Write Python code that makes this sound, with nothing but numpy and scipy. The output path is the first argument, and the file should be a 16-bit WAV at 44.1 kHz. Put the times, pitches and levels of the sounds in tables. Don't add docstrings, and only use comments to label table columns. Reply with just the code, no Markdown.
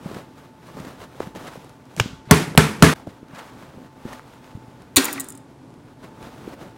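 import sys
import numpy as np
from scipy import signal
from scipy.fft import rfft, irfft, next_fast_len
from scipy.io import wavfile
from scipy.ndimage import map_coordinates

SR = 44100
rng = np.random.default_rng(int(sys.argv[2]) if len(sys.argv) > 2 else 0)


def invert_db(x):
    u = np.asarray(x, float) / 20
    return 10 ** u


def generate_wav(sig):
    pcm = np.round(np.clip(np.atleast_2d(sig).T, -1, 1) * 32767).astype(np.int16)
    wavfile.write(sys.argv[1], SR, pcm)


N = 298597
TAIL = SR * 3 // 5

# frequency in Hz, level in dB per Hz.
COOLERS = [(15, -39), (25, -11), (70, -6.5), (138, 3.5), (197, -4), (259, 1.5), (445, -7.5), (524, -9.5),
           (726, -11.5), (878, -11.5), (979, -12), (1360, -21.5), (4500, -31.5), (10100, -38), (15800, -51),
           (16500, -58)]
# time in seconds, level in dB.
COOLERS_DB = [(0, -50.5), (1.9, -46.5), (3, -47), (4.2, -47), (5.6, -48), (6.77, -49)]
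# frequency in Hz, width in Hz, level in dB.
HUMS = [(126, 14, -56.5), (262, 19, -55), (1460, 37, -70)]
# time in seconds, level in dB.
FAN = [(0, -58), (1.9, -55), (3, -60), (4.7, -57.5), (5.6, -63), (6.2, -55.5), (6.77, -62)]
FAN_HZ = 878

# frequency in Hz, level in dB per Hz.
COTTON = [(290, -30.5), (500, -1), (1060, -1.5), (1230, -2), (1620, -5.5), (4000, -20.5), (5200, -45.5),
          (8800, -120)]
# frequency in Hz, level in dB per Hz.
FIBRES = [(1470, -24.5), (2500, -5), (3480, -4), (11300, -14), (14900, -17), (16100, -14.5), (16500, -51)]
# frequency in Hz, level in dB per Hz.
WEIGHT = [(24, -30), (40, -5), (221, 4), (306, 1.5), (608, -4.5), (659, -6), (1000, -15.5), (1300, -33.5),
          (2200, -120)]
# peak time in seconds, level in dB, rise in seconds,
# fall in seconds, weight over the rub in dB.
FOLDING = [(.062, -50, 0.16, 0.21, 10.5), (.175, -44, 0.23, 0.11, 8.5), (.41, -54, 0.23, 0.21, 4),
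           (.66, -52.5, 0.11, 0.36, 6), (.772, -48, 0.02, 0.21, 12.5), (.885, -45, 0.28, 0.12, 5),
           (.96, -57, .1, .1, 0), (1.015, -47.5, 0.073, .1, 3), (1.042, -47.5, 0.068, 0.02, 6),
           (1.17, -54, 0.24, 0.048, 6), (1.225, -44, 0.099, 0.14, 6.5), (1.27, -51.5, 0.084, .06, 9),
           (1.351, -44.5, 0.0056, 0.27, 8), (1.482, -42.5, 0.07, 0.031, 6.5), (1.43, -47, 0.099, .2, 0),
           (1.54, -49.5, 0.14, 0.36, -7), (1.945, -53.5, 0.16, 0.054, 8)]
CUTTING = [(2.96, -46, 0.022, 0.11, -1.5), (3.072, -50, 0.0095, 0.065, 17), (3.0, -51.5, 0.06, 0.057, 2.5),
           (3.14, -57.5, 0.095, 0.22, 2), (3.392, -40, 0.11, 0.05, -4), (3.45, -49, .1, 0.2, -10),
           (3.6, -50, 0.13, 0.29, 2), (3.87, -56, 0.64, 0.017, 12), (4.09, -47, 0.093, 0.2, 4.5),
           (4.14, -46, 0.21, 0.14, -3), (4.19, -55, 0.7, 0.0083, -7), (4.275, -54.5, 0.047, 1, 0),
           (4.31, -58, 0.081, 0.071, 6), (4.45, -54, 0.073, 0.27, 0.5), (4.66, -61, 0.054, 0.8, -4),
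           (4.8, -58, 0.022, 0.16, 10.5), (4.95, -56.5, 0.042, 0.0098, 13)]
OPENING = [
    (5.51, -60.5, 0.046, 0.066, 15),
    (5.92, -60, 0.31, 0.077, 7.9),
    (6.04, -51, 0.071, 0.14, 7),
    (6.24, -47, 0.12, 0.25, 7.7),
    (6.32, -57, 0.15, 0.25, 6.5),
    (6.49, -49.5, 0.22, 0.13, 10.6),
    (6.54, -51, 0.35, 0.024, 11.3),
    (6.62, -45, 0.07, 0.11, 9.8),
    (6.68, -59, .05, 0.22, 14.5),
    (6.765, -57, 0.039, .1, 3.6),
]
BRIGHT_DB = (-3.5, -5, -4.5)
STROKE_DB = 20
DULLS_PER_DB, LIGHT_DB = 0.5, -47.5

# time in seconds, peak in dB, pitch in Hz, life in cycles.
THUDS = [(0.0609, -19, 209, 0.95), (0.1143, -23, 444, 1), (0.17, -21.5, 374, 0.46), (.754, -30, 244, 0.79),
         (0.7906, -31, 547, 0.69), (1.2054, -12, 480, 0.54), (1.231, -31, 339, .48),
         (1.346, -31, 206, 0.54), (1.3614, -26, 500, .6), (0.871, -29, 330, .5), (2.277, -29.5, 150, 0.96),
         (1.9979, -22.5, 300, .4), (1.5583, -26.5, 570, 0.55), (1.577, -29.5, 198, 0.99),
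         (1.9774, -26, 214, .92), (2.008, -10.5, 134, 0.98), (2.0608, -17.5, 230, 0.44),
         (2.134, -28.5, 153, 0.65), (2.5523, -16, 420, 0.35), (2.551, -22, 900, .4),
         (3.0712, -24.5, 329, 0.46), (3.078, -25, 157, 0.55), (3.088, -28.5, 220, 0.49),
         (3.231, -26, 277, 0.4), (3.3358, -29, 199, 0.45), (3.777, -29.5, 183, 0.36), (3.784, -31, 450, .8),
         (3.819, -33, 277, 0.59), (4.055, -17.5, 248, 0.3), (4.063, -23, 260, 0.36),
         (4.554, -23.5, 129, 0.55), (4.575, -27.5, 267, 1), (4.684, -32.5, 163, 0.49),
         (5.7796, -38, 219, .99), (6.478, -21, 400, 0.4), (6.621, -40, 262, 0.7)]
THUD_TICK_DB, THUD_TICK_PER_OCTAVE_DB = -23, -2.5
# time in seconds, pull in dB, pitch in Hz, tick over the pull in dB.
TACKS = [(.146, -44, 920, -4), (0.8035, -24.5, 225, -10), (0.8497, -29, 400, -16), (1.0192, -32, 570, -1),
         (1.2733, -25, 220, -14), (1.359, -29, 360, -6), (1.476, -40, 700, -2), (1.647, -33, 430, 1),
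         (1.6957, -41, 550, 6), (2.6, -34.5, 277, 7.5), (1.856, -50, 900, 10), (1.966, -28, 700, 8.5),
         (1.999, -14, 470, 6), (3, -36, 900, -7), (3.39, -33, 1100, -5), (3.979, -35, 280, -9),
         (4.13, -26.5, 930, 0), (6.0454, -33, 330, -11), (3.0735, -23, 650, -21),
         (1.2045, -16.5, 1120, -18), (6.4795, -23, 400, -22), (5, -45, 980, 7), (5.705, -43, 900, 1.5),
         (5.741, -48, 900, 7), (4.28, -41, 1000, 0), (4.822, -47.5, 840, 9), (.771, -25, 650, -13),
         (.1665, -23, 280, -20), (.884, -29.5, 250, -15), (0.067, -29, 830, -14), (.778, -29, 350, -15)]
TACK_CYCLES = 0.7
SNAP_S = 4.1956
# frequency in Hz, level in dB per Hz.
TICK = [(1000, -3.5), (4000, -2.5), (9000, -3.5), (12000, -8.5), (16000, -25.5)]

# start in seconds, length in seconds, level in dB.
RIPS = [(0.143, 0.006, -38.5), (0.113, .005, -45), (.666, .01, -54), (0.797, 0.0055, -44),
        (0.847, 0.0055, -43), (1.009, .012, -54), (1.199, 0.0072, -43.5), (1.357, 0.017, -44.5),
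        (1.467, 0.014, -42), (1.975, 0.005, -43), (2.011, .006, -40), (1.974, .003, -48), (3.089, .02, -53),
        (3.281, 0.0043, -53), (3.346, .016, -46), (3.382, 0.018, -45), (3.496, 0.0045, -52),
        (4.13, 0.0069, -40.5), (4.228, 0.0027, -55), (4.442, 0.011, -63), (6.226, 0.0025, -41),
        (6.031, 0.017, -55), (6.003, 0.0039, -59), (2.252, 0.074, -56), (2.305, .003, -48),
        (2.793, 0.035, -46)]
# frequency in Hz, level in dB per Hz.
RASP = [(700, -38), (1500, 7), (3000, -1), (8000, -9), (15500, -21), (16500, -42)]

DROP_S = 1.9987
# frequency in Hz, level in dB per Hz.
SMACK = [(300, -10), (800, -2), (2000, -4), (3300, -1.5), (4200, -18), (5300, -4), (7000, -12),
         (10800, -32), (15000, -26.5), (16500, -43.5)]
# frequency in Hz, level in dB per Hz.
SETTLE = [(29, -36), (50, -9), (209, -8), (776, -18.5), (1490, -13), (1770, -21), (3250, -12.5),
          (3940, -17.5), (7500, -24), (9000, -33), (15800, -41), (16500, -59.5)]
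# frequency in Hz, time to fall 60 dB in seconds.
TILES = [(60, 1), (160, 0.5), (420, 0.39), (1100, 0.46), (2910, 0.35), (7680, 0.35)]

SLAP_S = [2.3102, 2.5756, 2.8237]
CUT_S = 2.9385
# drum in dB, crack in dB, room in dB, drum pitch factor,
# hollow of the palm in Hz, squelch in Hz.
SLAPS = [
    (5.5, 8.5, -10.5, 1.01, 5800, 2100),
    (3, 9, -11.5, .99, 2500, 2100),
    (6.5, 9, -7.5, 1.02, 4010, 1600),
]
# cloth in dB, weight in dB, rise in seconds.
SWING = [
    (-36, -32, .012),
    (-59, -40, .02),
    (-47.5, -27.5, .015),
]
# frequency in Hz, level in dB, time to fall 60 dB in seconds.
DRUM = [(78.8, -10, 0.13), (141.4, 4, 0.061), (154.2, -13.5, 0.33), (177.2, -10.5, 0.1), (262, -13, 0.17),
        (414.2, -11, 0.13), (448.8, -14.5, 0.13), (640, -20.5, 0.089), (1079, -19.5, 0.13)]
# frequency in Hz, level in dB,
# time to fall 60 dB in seconds.
OWN = [
    [(430, -20, .3), (910, -14, .15), (697, -16, .12), (345, -20, .17)],
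    [(221, -24, 1), (1380, -17.5, 0.27), (1545, -15, .15), (915, -20.5, 0.2)],
    [(665, -13, 0.12), (1214, -14, .19), (1734, -12.5, .14), (258, -10, .2)],
]
# frequency in Hz, level in dB.
CRACK = [(300, 2), (1500, 4.5), (3000, -9), (6000, -12), (10000, -5), (16000, -27)]
# frequency in Hz, level in dB per Hz.
FLAP = [(250, -30), (600, -8), (1000, 0.5), (1800, -3), (3500, -14.5), (9000, -30)]
FLAP_DB = (-7, -8.5, -5.5)
FLAP_T60_S = (.07, 0.053, 0.079)
# frequency in Hz, level in dB per Hz.
WASH = [(29, -46), (50, -15.5), (156, 1.5), (316, -4.5), (455, -4.5), (539, -13.5), (795, -14.5),
        (897, -13), (1950, -18), (2550, -18.5), (9910, -26.5), (15800, -40), (16500, -60)]

# time in seconds, level in dB, pitch in Hz.
SPITS = [
    (2.3158, -10, 10000),
    (2.347, -19, 9000),
    (2.5835, -12.5, 5000),
    (2.551, -33, 3200),
    (2.558, -35.5, 9000),
]
# start in seconds, level in dB, first pitch in Hz,
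# rise in Hz per second, time to fall 60 dB in seconds.
POCKETS = [
    (2.32, -21.5, 1340, 1700, .2),
    (2.593, -12, 1500, 39000, 0.055),
    (2.838, -16, 1580, 5000, 0.22),
    (2.83, -26, 1100, 7100, .12),
]

# time in seconds, peak in dB, handle knock in dB,
# scrape length in seconds, tip brightness in dB.
FALL = [
    (4.96, -6, -5.5, 0.0044, 7),
    (4.9656, 0.5, -4, 0.0043, 0),
    (4.9676, -0.5, -3, .002, 0.5),
    (4.969, 2, -1, 0.0045, 4.5),
    (4.98, -14, 5.5, 0.0064, 2.5),
]
# heel time in seconds, heel in dB, tip delay in seconds, tip in dB.
ROCKS = [
    (5.0435, -10.5, 0.0094, -7),
    (5.1281, -12, 0.0062, -18),
    (5.198, -10, 0.0064, -12),
    (5.211, -19, 0.032, -26),
    (5.2854, -19, .0105, -27),
    (5.303, -23, 0.019, -28),
    (5.351, -32.5, 0.024, -31),
]
ROCK_S, HEEL_KNOCK_DB, TIP_KNOCK_DB = 0.0027, -26, -18
SHARP_DB, DULLS_DB_PER_S = 7.5, 29.5
# time in seconds, level in dB.
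TAPS = [
    (5.082, -22),
    (5.099, -33),
    (5.156, -28),
    (5.177, -25),
    (5.056, -24),
    (5.012, -22),
]
TAP_BLADE_DB = -21
# frequency in Hz, width in Hz, level in dB.
BLADE = [(6900, 350, -0.5), (7650, 160, 2.5), (8290, 430, -2), (9190, 300, 2), (9880, 480, -2.5),
         (10800, 250, -4.5), (11400, 320, -4.5), (12300, 500, -8), (13470, 500, -4.5), (14630, 630, -3),
         (15800, 310, -5.5)]
# frequency in Hz, width in Hz, level in dB.
HANDLE = [(1080, 160, -4), (1739, 90, -6), (1870, 79, 0), (2410, 130, 0), (3135, 120, -3.5),
          (3355, 150, -2.5), (3864, 400, 2.5), (4620, 270, -2.5), (5950, 360, -4.5)]
# frequency in Hz, level in dB, time to fall 60 dB in seconds.
GRIP = [(790, -6, .09), (1130, -4, .09), (1460, -9, .08), (1900, 0, .12), (2050, -8, .08)]
GRIP_DB = -6
# frequency in Hz, level in dB, time to fall 60 dB in seconds.
CHIME = [(1590, 0, 0.25), (1880, -6, 0.3), (2620, -5, .4), (2800, -2, 0.26), (3300, -1.5, 0.31),
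         (3600, -12, 0.75), (5040, -15.5, 0.78), (5800, -9.5, 0.35), (3680, -9, .3), (4910, -5.5, .2),
         (6600, -14, .5), (7700, -3.5, .21), (8900, -6, 0.36)]
# frequency in Hz, level in dB,
# time to fall 60 dB in seconds.
GLINT = [(9491, -8, .25), (10790, -9, .22), (12330, -10.5, .2), (13470, -3, .13), (14590, -10, .2)]
GLINT_DB = -29
# frequency in Hz, level in dB, time to fall 60 dB in seconds.
SHELF = [(275.2, -11.5, 0.3), (268, -30, 0.5), (309, -26, 0.12), (393, -23, 1.22), (450, -20, 0.11),
         (748, -28, 0.22)]
RESTS_S, RESTS_DB = .038, -14.5
# time in seconds, level in dB, pitch in Hz.
PANEL_KNOCKS = [
    (5.045, -25, 285),
    (5.082, -29, 296.5),
    (5.15, -25, 271),
    (5.19, -35, 275.7),
    (5.295, -38, 275.5),
]
PANEL_T60_S, PANEL_SWELL_S = 0.3, 0.009
# frequency in Hz, level in dB per Hz.
CLANG = [(88, -51.5), (150, -25), (287, -4), (583, -12), (1690, -11.5), (2010, -15), (3850, -16),
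         (8970, -23), (15800, -28.5), (16500, -48.5)]

# frequency in Hz, level in dB.
RECORDER_BAND = [(20, -4), (50, -0.44), (15800, -0.5), (16100, -13.0), (16800, -26), (16950, -70)]


def unit(x):
    return x / np.sqrt(np.mean(x ** 2) + 1e-20)


def along(points, hz):
    f, v = np.transpose(points)
    return np.interp(np.log(hz + 1), np.log(f + 1), v)


def filtered(x, response):
    m = next_fast_len(len(x) + 8192)
    spectrum = rfft(x, m) * response(np.fft.rfftfreq(m, 1 / SR))
    return irfft(spectrum, m)[:len(x)]


def noise(spectrum, count=N):
    return unit(filtered(rng.standard_normal(count), lambda hz: invert_db(along(spectrum, hz))))


def wobble(rate):
    knots = rng.standard_normal(int(N * rate / SR) + 4)
    return map_coordinates(knots, [np.arange(N) * rate / SR])


def body(modes):
    def response(f):
        total = 0
        for k, (centre, width, db) in enumerate(modes):
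            damping = 1j * f * width
            total = total + (-1) ** k * invert_db(db) * damping / (centre * centre - f * f + damping)
        return total
    return response


def ring(modes, t, pitch, attack):
    run = pitch * (t + 0.0022 * (1 - np.exp(-t / 0.0036)))
    tones = sum(invert_db(db - 60 * t / t60) * np.sin(2 * np.pi * hz * run) for hz, db, t60 in modes)
    return tones * (1 - np.exp(-t / attack))


def add(track, s, sound):
    part = track[round(s * SR):][:len(sound)]
    part += sound[:len(part)]


def echo(spectrum, stretch, build):
    hz, t, z = signal.stft(noise(spectrum, count=TAIL), SR, nperseg=256)
    fade = invert_db(-60 * t / (stretch * along(TILES, hz)[:, None]))
    tail = signal.istft(z * fade, SR, nperseg=256)[1][:TAIL]
    return tail * (1 - np.exp(-np.arange(TAIL) / SR / build))


def kitchen():
    t = np.arange(N) / SR
    drone = noise(COOLERS) * invert_db(np.interp(t, *np.transpose(COOLERS_DB)) + 1.5 * wobble(4.74))
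    hums = np.zeros(N)
    for hz, width, db in HUMS:
        hums += invert_db(db) * unit(filtered(rng.standard_normal(N), body([(hz, width, 0)])))
    fan_level = invert_db(np.interp(t, *np.transpose(FAN)) + 2.5 + 3.5 * wobble(7.7))
    fan = fan_level * np.sin(2 * np.pi * np.cumsum(FAN_HZ + 4 * wobble(18)) / SR)
    return drone + hums + fan


def jacket():
    t, power = np.arange(N) / SR, np.zeros((3, N))
    slips = 1.5 * wobble(60) + 1.5 * np.minimum(wobble(700) ** 2, 4)
    layers = [unit(invert_db(depth * slips) * noise(s)) for s, depth in ((COTTON, .9), (FIBRES, .6), (WEIGHT, .6))]
    for strokes, bright_db in zip((FOLDING, CUTTING, OPENING), BRIGHT_DB):
        for s, db, rise, fall, weight_db in strokes:
            near = slice(max(round((s - 1) * SR), 0), round((s + 1) * SR))
            before = (s - t[near]) / max(rise, 1e-3)
            after = (t[near] - s) / max(fall, 1e-3)
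            away = np.where(t[near] < s, before, after)
            hiss_db = bright_db - DULLS_PER_DB * max(db - LIGHT_DB, 0)
            layer_gain = invert_db([[3.5], [hiss_db], [weight_db - 1.5]])
            power[:, near] += (invert_db(db - STROKE_DB * away) * layer_gain) ** 2
    return (np.sqrt(power) * layers).sum(axis=0)


def knocks():
    out, t = np.zeros(N), np.arange(-SR // 100, SR // 10) / SR
    contacts = []
    for s, db, hz, life in THUDS:
        tick_db = THUD_TICK_DB + THUD_TICK_PER_OCTAVE_DB * np.log2(hz / 300)
        contacts.append((s, db, hz, life, tick_db, 1))
    for s, db, hz, tick_db in TACKS + [(SNAP_S, -25, 1400, -12)]:
        contacts.append((s, db, hz, TACK_CYCLES, tick_db, -1))
    for s, db, hz, cycles, tick_db, way in contacts:
        turns = hz * np.where(t < 0, t, .85 * t)
        fade = np.where(t < 0, np.exp(-(turns / 0.45) ** 2), np.exp(-turns / max(cycles, .2)))
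        push = np.cos(2 * np.pi * turns) * fade
        tick = noise(TICK, count=len(t)) * invert_db(tick_db - 7.0 - 60 * (t + 0.0013) / 0.0078) * (t > -.001)
        add(out, s - 1 / 100, invert_db(db) * (way * push + tick))
    return out


def rips():
    out, t = np.zeros(N), np.arange(SR // 10) / SR
    for s, length, db in RIPS:
        shape = np.clip(t / 0.0022, 0, 1) * np.exp(-np.maximum(t - length, 0) / 0.0017)
        add(out, s, invert_db(db) * shape * noise(RASP, count=len(t)))
    return out


def drop():
    out, t = np.zeros(N), np.arange(TAIL) / SR
    drag = t[:SR // 20] / 0.048
    scuff = invert_db(-33.0) * noise(WASH, count=SR // 20) + invert_db(-63.0) * noise(FIBRES, count=SR // 20)
    add(out, DROP_S - .034, scuff * np.clip(3 * drag, 0, 1) * (drag < 1.1))
    smack = noise(SMACK, count=TAIL) * invert_db(-4.0 - 60 * t / 0.017) * (1 - np.exp(-t / 0.00048))
    add(out, DROP_S, smack)
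    second_flap = noise(SMACK, count=TAIL) * invert_db(-25.0 - 60 * t / 0.038) * (1 - np.exp(-t / .002))
    add(out, DROP_S + 0.0084, second_flap)
    add(out, DROP_S, invert_db(-30) * echo(SETTLE, stretch=1.32, build=0.0081))
    return out


def slaps():
    out, t = np.zeros(N), np.arange(TAIL) / SR
    lead = SR // 5
    for s, slap, swing, own, flap_db, flap_s in zip(SLAP_S, SLAPS, SWING, OWN, FLAP_DB, FLAP_T60_S):
        drum_db, crack_db, room_db, pitch, cup_hz, wash_hz = slap
        cloth_db, weight_db, rise = swing
        cloth = filtered(noise(COTTON, count=lead), lambda hz: 1 + (hz / 3000) ** 3.6)
        sleeve = invert_db(cloth_db) * cloth + invert_db(weight_db) * noise(WEIGHT, count=lead)
        add(out, s - 1 / 5, sleeve * np.exp((t[:lead] - 1 / 5) / rise))

        air = noise(CRACK, count=TAIL) * invert_db(crack_db - 60 * t / 0.016) * (1 - np.exp(-(t / 0.0005) ** 2))
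        add(out, s, air + filtered(air, body([(cup_hz, cup_hz / 6, 8)])))

        wet = invert_db(0.87 * map_coordinates(rng.standard_normal(200), [t * 150]))
        wash = invert_db(room_db) * echo(WASH, stretch=1.223, build=0.0055) * wet
        squelch = body([(wash_hz, 900, -3)])
        add(out, s, filtered(wash, lambda hz: hz / (hz + 120) + squelch(hz)))

        add(out, s + 0.00099, invert_db(drum_db) * ring(DRUM, t, pitch, attack=0.0029))
        flap = noise(FLAP, count=TAIL) * invert_db(flap_db - 60 * t / flap_s) * (1 - np.exp(-t / .0025))
        add(out, s + 0.0012, ring(own, t, 0.98, attack=0.003) * wet + flap)
    return out * np.clip((CUT_S - np.arange(N) / SR) / 0.00099, 0, 1)


def trapped_air():
    out, t = np.zeros(N), np.arange(SR // 4) / SR
    for s, db, hz in SPITS:
        puff = rng.standard_normal(len(t)) * invert_db(db + 7.0 - 60 * t / .008)
        add(out, s, filtered(puff, body([(hz, hz / 3, 0)])))
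    for s, db, hz, rise, t60 in POCKETS:
        pitch_shake = map_coordinates(rng.standard_normal(100), [t * 130])
        level_shake = map_coordinates(rng.standard_normal(100), [t * 130])
        pitch = hz + rise * t + 45 * pitch_shake
        level = invert_db(db - 60 * t / t60 + 3.2 * level_shake) * (1 - np.exp(-t / 0.0022))
        add(out, s, level * np.sin(2 * np.pi * np.cumsum(pitch) / SR))
    return out * np.clip((CUT_S - np.arange(N) / SR) / 0.0014, 0, 1)


def touches():
    def sharp(s):
        return SHARP_DB - DULLS_DB_PER_S * (s - ROCKS[0][0])

    heels = [(s, db, HEEL_KNOCK_DB, ROCK_S, sharp(s)) for s, db, _, _ in ROCKS]
    tips = [(s + lag, db, TIP_KNOCK_DB, ROCK_S, sharp(s + lag)) for s, _, lag, db in ROCKS]
    taps = [(s, db + TAP_BLADE_DB, -TAP_BLADE_DB - 6, ROCK_S, 0) for s, db in TAPS]
    return FALL + heels + tips + taps


def knife():
    low, high, handle = np.zeros(SR), np.zeros(SR), np.zeros(SR)
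    out, t = np.zeros(N), np.arange(TAIL) / SR
    start = FALL[0][0]
    for s, db, knock_db, length, tip_db in touches():
        scrape = rng.standard_normal(SR // 10) * np.exp(-t[:SR // 10] / max(length, 1e-4)) * invert_db(db + 1.5)
        add(low, s - start, scrape)
        add(high, s - start, scrape * invert_db(tip_db - 5.5))
        add(handle, s - start, scrape * invert_db(knock_db + 4.5))
    steel = filtered(low, body(BLADE[:6])) + filtered(high, body(BLADE[6:])) + filtered(handle, body(HANDLE))
    tail = noise(TICK, count=TAIL) * invert_db(-49 - 60 * t / 0.38)
    add(out, start, steel + signal.fftconvolve(steel, tail)[:SR])

    for s, db in TAPS:
        grip = [(hz, level + 3 * rng.standard_normal(), t60) for hz, level, t60 in GRIP]
        add(out, s, invert_db(db + GRIP_DB) * ring(grip, t, 1, attack=.001))
    add(out, 4.97, invert_db(GLINT_DB) * ring(GLINT, t, 1, attack=.0006))
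    add(out, 4.97, invert_db(-26.0) * ring(CHIME, t, 1.0, attack=.001))

    damping_db = RESTS_DB * np.clip((t - RESTS_S) / 0.0087, 0, 1)
    add(out, 4.9725, invert_db(0.5 + damping_db) * ring(SHELF, t, 0.97, attack=0.0023))
    for s, db, hz in PANEL_KNOCKS:
        level = invert_db(db - 60 * t / PANEL_T60_S) * (1 - np.exp(-t / PANEL_SWELL_S))
        add(out, s, level * np.sin(2 * np.pi * hz * t))
    add(out, 4.968, invert_db(-20) * echo(CLANG, stretch=1.66, build=0.0034))
    add(out, 4.968, invert_db(-16.5) * ring([(85, 0.00059, 0.065)], t, 1, attack=0.002))
    return out


def scene():
    background = kitchen() + jacket()
    dough = knocks() + rips() + drop() + slaps() + trapped_air()
    return (background + dough + knife())[None]


def low_pass(x):
    return signal.sosfilt(signal.butter(12, 16880, fs=SR, output="sos"), x)


def record(dry):
    clipped = dry[0] / (1 + np.abs(dry[0] / 1.01) ** 20) ** (1 / 20)
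    band = filtered(clipped, lambda hz: invert_db(along(RECORDER_BAND, hz)))
    return low_pass(band[None])


dry = scene()
out = record(dry)
generate_wav(out)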